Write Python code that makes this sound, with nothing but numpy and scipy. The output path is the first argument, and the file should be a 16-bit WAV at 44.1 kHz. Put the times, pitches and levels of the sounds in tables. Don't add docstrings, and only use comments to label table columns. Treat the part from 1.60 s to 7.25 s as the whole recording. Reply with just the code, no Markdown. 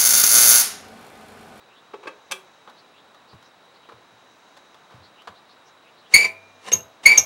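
import sys
import numpy as np
from scipy import signal
from scipy.fft import rfft, irfft, next_fast_len
from scipy.io import wavfile

SR = 44100
rng = np.random.default_rng(int(sys.argv[2]) if len(sys.argv) > 2 else 0)


def master(y):
    cut = np.clip(np.atleast_2d(y).T, -1, 1)
    pcm = np.round(cut * 32767)
    wavfile.write(sys.argv[1], SR, pcm.astype(np.int16))


N = 249165
TIME = np.arange(N) / SR
BAND_EDGES_HZ = np.geomspace(28, 17000, 25)

# f/Hz, relative density/dB per Hz
AIR_COLOUR = [(30, -26.5), (70, -13.5), (170, -5), (300, -3.5), (600, -1), (1000, -0.5), (1400, -3),
              (2100, -8.5), (3300, -12), (4700, -17), (6200, -21), (9000, -27), (14000, -37.5),
              (15500, -39.5)]
AIR_DB = -54
HISS_FIRST_S, HISS_EVERY_S, HISS_WIDTH_S, HISS_DB = .72, 2.16, 0.52, -70.5
# t/s, centre f/Hz, level/dB
CHIRPS = [(0.121, 2690, -56), (.18, 3460, -54), (1.191, 4230, -52.5), (1.358, 2700, -58), (1.39, 3400, -55),
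          (1.709, 4470, -53.5), (1.859, 5300, -59), (2.159, 4150, -56.5), (2.252, 2980, -57),
          (3.45, 4090, -52), (3.601, 2930, -50), (3.77, 4020, -54), (3.91, 4290, -54), (4.08, 5720, -58),
          (4.28, 2700, -54.5), (4.391, 4060, -57), (4.47, 3230, -54)]

# t/s, force level/dB, brightness/dB per octave, rise/s, decay/s
KNOCKS = [(.333, -33.5, -6.5, 0.0089, 0.0087), (.426, -43, -3, 0.013, 0.011),
          (.455, -37, -7, 0.0034, 0.0063), (.468, -28.5, -4, 0.0087, 0.0088),
          (.702, -35, -7, 0.014, 0.0054), (.712, -25, 4.5, 0.00094, 0.0074),
          (.718, -20.5, 3.5, 0.0025, 0.0061), (.724, -32, 0, 0.0037, 0.0054)]
# f/Hz, relative density/dB per Hz
KNOCK_COLOUR = [(60, -42), (180, -14), (270, -18.5), (380, -7), (650, -2), (1200, 2.5), (1900, -1),
                (2600, -4.5), (5000, -7), (9500, -15), (15000, -31)]
# f/Hz, width/Hz, relative level/dB
ROLLER_MODES = [(393, 43, 7.5), (527, 37, 2.5), (885, 46, -2.5), (1132, 41, -0.5), (1230, 47, 0.5),
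                (1625, 58, -2.5), (2370, 97, 0.5), (2580, 110, 3.5), (3200, 100, 2)]
# f/Hz, t60/s
ROOM_T60 = [(100, 0.086), (600, 0.47), (2300, 0.26), (6500, 0.18), (14000, 0.28)]
# f/Hz, level/dB, decay/s
FRAME_MODES = [(189, -49, 0.034), (379, -38, 0.032), (1177, -45.5, 0.014), (3370, -35, 0.032)]
JOLT_S = .717

# t/s, level/dB, brightness/dB per octave, rise/s, decay/s
TICKS = [(1.075, -41.5, -1, 0.0011, 0.02), (1.096, -47, 4.5, 0.0019, 0.0064),
         (1.545, -47, 3.5, 0.0016, 0.0059), (1.731, -42.5, -3.5, 0.00071, 0.0073),
         (1.825, -49, 4.5, 0.0023, 0.0071), (2.288, -39.5, -1, 0.0017, 0.018),
         (2.320, -41.5, -0.5, 0.0022, 0.007), (2.962, -44.5, 3.5, 0.012, 0.0074),
         (3.144, -46.5, 3.5, 0.0012, 0.006), (3.299, -49, 1.5, 0.0025, 0.074),
         (3.618, -48.5, 5, 0.0023, 0.0052), (3.673, -31, 0.4, 0.00081, 0.012)]
# f/Hz, relative density/dB per Hz
TICK_COLOUR = [(80, -23), (210, -5.5), (400, 1.5), (700, 2.5), (900, 8.5), (1350, 5), (2100, -10),
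               (3600, -8.5), (7000, -25.5), (15000, -41)]
# t/s, level/dB, decay/s
BUMPS = [(1.729, -43, 0.03), (2.33, -54, 0.033), (2.52, -62, 0.044), (3.34, -49, 0.052), (3.40, -63, 0.068),
         (3.686, -48.5, 0.026), (5.135, -36.5, 0.044), (5.579, -44.5, 0.067)]
# f/Hz, width/Hz, relative level/dB
BENCH_MODES = [(94, 9.9, 2), (113, 15, 7), (183, 24, -5.5)]

# peak t/s, force level/dB, swell/s, fade/s
SCRAPES = [(4.536, -31.5, 0.014, .006), (5.087, -29, 0.023, 0.01), (5.438, -31, 0.0036, 0.043),
           (5.548, -40, .012, .012)]
# f/Hz, relative density/dB per Hz
RUB_COLOUR = [(40, -28.5), (110, -14), (190, -2.5), (270, -10), (420, 7.5), (900, -2.5), (1500, -6.5),
              (2700, -1), (3600, -8), (5500, -7), (8000, -9.5), (11000, -20), (15500, -37)]
# f/Hz, width/Hz, relative level/dB
CHASSIS_MODES = [(99, 1.2, 5.5), (205, 10, 6), (387, 19, -8), (498.4, 6.9, 0), (656, 3.1, 10), (784, 10, 3),
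                 (866, 6.9, 3.5), (3730, 55, 1)]
# t/s, free pitch f/Hz, level of the fundamental at full pressure/dB,
# rise/s, decay/s, sliding share of the pressure, length/s, overtone fall/dB, pitch jitter as a share
SQUEALS = [(4.536, 2327, -3, .009, .023, .125, 0.12, 3.5, 0.02),
           (4.641, 2335, -17, 0.011, 0.0094, 0.092, 0.022, 14, 0.021),
           (5.123, 6600, -5.5, 0.0127, 0.0052, .08, 0.031, 12, 0.014),
           (5.453, 2318, 1, 0.01105, .017, 0.07, 0.109, 7, .012),
           (5.506, 2420, -10.5, .02, .005, .1, 0.022, 13.5, 0.0124),
           (5.573, 6456, -3, 0.0085, 0.0082, 0.13, 0.027, 16.5, .055)]
# f/Hz, width/Hz, relative level/dB
STEEL_MODES = [(2138, 21, 2), (2188, 7, -4.5), (2270, 5, -7), (2300, 7.1, -2.5), (2400, 2.4, 0.5),
               (2413, 5, 2), (2495, 7.7, 4.5), (2633, 70, 2), (6487, 15, -11.5)]
# t/s, force level/dB, brightness/dB per octave, rise/s, decay/s
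CATCHES = [(5.117, -24.5, 0.5, 0.0012, 0.0058), (5.571, -25, 1.5, 0.0051, 0.0074)]
# f/Hz, width/Hz, relative level/dB
CLINK_MODES = [(1850, 22.8, 10), (2766, 58, 15), (3650, 110, 14.5), (4900, 40, 9), (5460, 40, -5),
               (5900, 59, 22.5)]

PRESSED_DROP_HZ, EASED_DULL_DB = 139.3, 2
RELEASE_S = .006
RUB_DB, RUB_FOLLOWS = -23, 0.41
BITE_KICK_DB = 7
CLIP_LEVEL, THUMP_DB, THUMP_HZ = .97, -20, 110
CUTOFF_HZ = 15800


def from_db(db):
    return 10 ** (np.asarray(db) / 20)


def rms_one(x):
    return x / np.sqrt(np.mean(x ** 2) + 1e-20)


def butter(x, order, hz, kind="low"):
    return signal.sosfilt(signal.butter(order, hz, kind, fs=SR, output="sos"), x)


def at_hz(points, hz):
    f, value = np.transpose(points)
    return np.interp(np.log(np.maximum(hz, 1)), np.log(f), value)


def noise(colour, tilt_db=0, size=N):
    padded = next_fast_len(size)
    hz = np.maximum(np.fft.rfftfreq(padded, 1 / SR), 1)
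    gain = from_db(at_hz(colour, hz) + tilt_db * np.log2(hz / 1000))
    white = rfft(rng.standard_normal(padded))
    return rms_one(irfft(white * gain, padded)[:size])


def wander(rate_hz):
    return rms_one(butter(rng.standard_normal(N), 2, rate_hz))


def resonate(x, modes):
    out = 0
    for hz, width, db in modes:
        r = np.exp(-np.pi * width / SR)
        poles = [1, -2 * r * np.cos(2 * np.pi * hz / SR), r * r]
        ring = signal.lfilter([1, 0, -1], poles, x + 1e-18)
        out = out + from_db(db) * (1 - r * r) / 2 * ring
    return out


def swell(start, rise, decay):
    age = TIME - start
    return np.clip(age / rise, 0, 1) * np.exp(-np.clip((age - rise) / decay, 0, 40))


def narrow_hiss(hz, width):
    mode = [(hz, width, 0)]
    return rms_one(resonate(resonate(rng.standard_normal(N), mode), mode))


def background():
    singing = from_db(-64.5) * narrow_hiss(3857, 240)
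    whine = from_db(-76.5) * np.sin(2 * np.pi * 15735 * TIME)
    return from_db(AIR_DB) * noise(AIR_COLOUR) + singing + whine


def high_hiss(centre_hz, width_hz):
    peaks = [HISS_FIRST_S + k * HISS_EVERY_S for k in range(3)]
    level = sum(np.exp(-((TIME - peak) / HISS_WIDTH_S) ** 2) for peak in peaks)
    return from_db(HISS_DB) * level * narrow_hiss(centre_hz, width_hz)


def chirps(length, glide, blur):
    out, smear = np.zeros(N), wander(900)
    for s, hz, db in CHIRPS:
        near = np.abs(TIME - s) < .1
        age = (TIME[near] - s) / length
        pitch = hz * (1 + glide * age + blur * smear[near])
        phase = 2 * np.pi * np.cumsum(pitch) / SR
        out[near] += from_db(db) * np.exp(-age ** 2) * np.sin(phase)
    return out


def contacts(rows, colour, size=16384):
    force = np.zeros(N)
    for s, db, tilt_db, rise, decay in rows:
        first = int(s * SR)
        part = slice(first, min(first + size, N))
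        grains = noise(colour, tilt_db, size=size)[:part.stop - first]
        force[part] += from_db(db) * swell(s, rise, decay)[part] * grains
    return force


def roller_knocks():
    force = butter(contacts(KNOCKS, KNOCK_COLOUR), 2, 150, "high")
    return from_db(-4) * force + from_db(3.0) * resonate(force, ROLLER_MODES)


def room(x, build_s, size=32768):
    t, hz = np.arange(size) / SR, np.fft.rfftfreq(size, 1 / SR)
    white, response = rfft(rng.standard_normal(size)), 0
    for low, high in zip(BAND_EDGES_HZ, BAND_EDGES_HZ[1:]):
        band = irfft(white * ((hz >= low) & (hz < high)))
        t60 = at_hz(ROOM_T60, np.sqrt(low * high))
        response = response + band * from_db(-60 * t / t60)
    response = response * (1 - np.exp(-t / build_s))
    return signal.fftconvolve(x, response / np.sqrt(np.sum(response ** 2)))[:N]


def jolt():
    age, out = TIME - JOLT_S, 0
    for hz, db, decay in FRAME_MODES:
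        out = out + from_db(db) * swell(JOLT_S, 0.0016, decay) * np.sin(2 * np.pi * hz * age)
    return out


def screwdriver_ticks():
    return contacts(TICKS, TICK_COLOUR)


def bumps():
    push = sum(from_db(db) * swell(s, 0.0036, decay) for s, db, decay in BUMPS)
    boom = push * rms_one(resonate(rng.standard_normal(N), BENCH_MODES))
    return butter(boom, 3, 62, "high")


def pressure(start, rise, decay, slide, length):
    age = TIME - start
    bite = np.sin(np.pi / 2 * np.clip(age / rise, 0, 1)) ** 2
    eased = slide + (1 - slide) * np.exp(-np.maximum(age - rise, 0) / decay)
    release = np.exp(-np.clip((age - length) / RELEASE_S, 0, 60))
    return bite * eased * release


def plates(x, width_hz, spread_db, count=70):
    draws = rng.standard_normal((count, 2))
    hz = np.geomspace(900, 13000, count) * (1 + .015 * draws[:, 0])
    return resonate(x, [(f, width_hz, spread_db * d) for f, d in zip(hz, draws[:, 1])])


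def scraping():
    out = 0
    for s, db, rise, fade in SCRAPES:
        away = np.maximum((s - TIME) / rise, (TIME - s) / fade)
        out = out + from_db(db) * np.exp(-np.minimum(away, 40))
    return out


def rubbing(grain_db, grit_db):
    force, kicks = 0, np.zeros(N)
    for s, _, db, rise, decay, slide, length, _, _ in SQUEALS:
        force = force + from_db(db) * pressure(s, rise, decay, slide, length)
        kicks[int((s + rise) * SR)] = from_db(db + BITE_KICK_DB)
    level = np.hypot(from_db(RUB_DB) * force ** RUB_FOLLOWS, scraping())
    roughness = from_db(grain_db * wander(210) + grit_db * wander(1500))
    friction = level * roughness * noise(RUB_COLOUR)
    chassis = resonate(friction + kicks, CHASSIS_MODES)
    sheet = from_db(-8.5) * plates(friction, width_hz=34.4, spread_db=5)
    return from_db(-9.0) * friction + chassis + sheet


def squeal(row, jitter_hz, flutter_db, flutter_hz, overtone_db, overtone_flutter_db):
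    s, hz, db, rise, decay, slide, length, fall_db, jitter = row
    force = pressure(s, rise, decay, slide, length)
    pitch = (hz - PRESSED_DROP_HZ * force) * (1 + jitter * wander(jitter_hz))
    phase = 2 * np.pi * np.cumsum(pitch) / SR
    dull_db = EASED_DULL_DB * (1 - force)
    out = np.sin(phase)
    for k in range(2, int(BAND_EDGES_HZ[-1] / hz) + 1):
        steady_db = overtone_db - fall_db * (k - 1) ** 0.39
        moving_db = overtone_flutter_db * wander(flutter_hz) - dull_db * (k - 1) ** 1.82
        out += from_db(steady_db + moving_db) * np.sin(k * phase)
    return force * from_db(db + flutter_db * wander(flutter_hz)) * out


def blades(top_hz, grit):
    tone = sum(squeal(row, jitter_hz=382, flutter_db=2.5, flutter_hz=149,
                      overtone_db=-4, overtone_flutter_db=3.5) for row in SQUEALS)
    tone = tone * (1 + grit * wander(900))
    tone = butter(tone, 4, min(top_hz, .45 * SR))
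    return tone + resonate(tone, STEEL_MODES)


def catches():
    force = contacts(CATCHES, RUB_COLOUR)
    return force + from_db(2.5) * resonate(force, CLINK_MODES)


def scene():
    steel = blades(top_hz=13200, grit=0.068)
    friction = rubbing(grain_db=0.5, grit_db=2) + catches()
    handling = roller_knocks() + screwdriver_ticks() + jolt()
    sent = from_db(-10.5) * steel + from_db(-10.0) * friction + from_db(-10.5) * handling
    echo = room(sent, build_s=0.0005)
    outdoors = background() + chirps(length=.026, glide=.05, blur=.1)
    mix = steel + friction + handling + bumps() + echo + outdoors
    mix = mix + high_hiss(centre_hz=6100, width_hz=1500)
    return butter(mix, 2, 55, "high")[None]


def record(dry):
    fine = signal.resample_poly(dry, 3, 1, axis=1)
    held = signal.resample_poly(np.clip(fine, -CLIP_LEVEL, CLIP_LEVEL), 1, 3, axis=1)
    excess = np.clip(np.abs(dry) - CLIP_LEVEL, 0, 1)
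    held = held + from_db(THUMP_DB) * butter(excess, 2, THUMP_HZ)
    held = butter(held, 1, 40, "high")
    return signal.sosfilt(signal.ellip(10, .1, 70, CUTOFF_HZ, fs=SR, output="sos"), held)


dry = scene()
out = record(dry)
master(out)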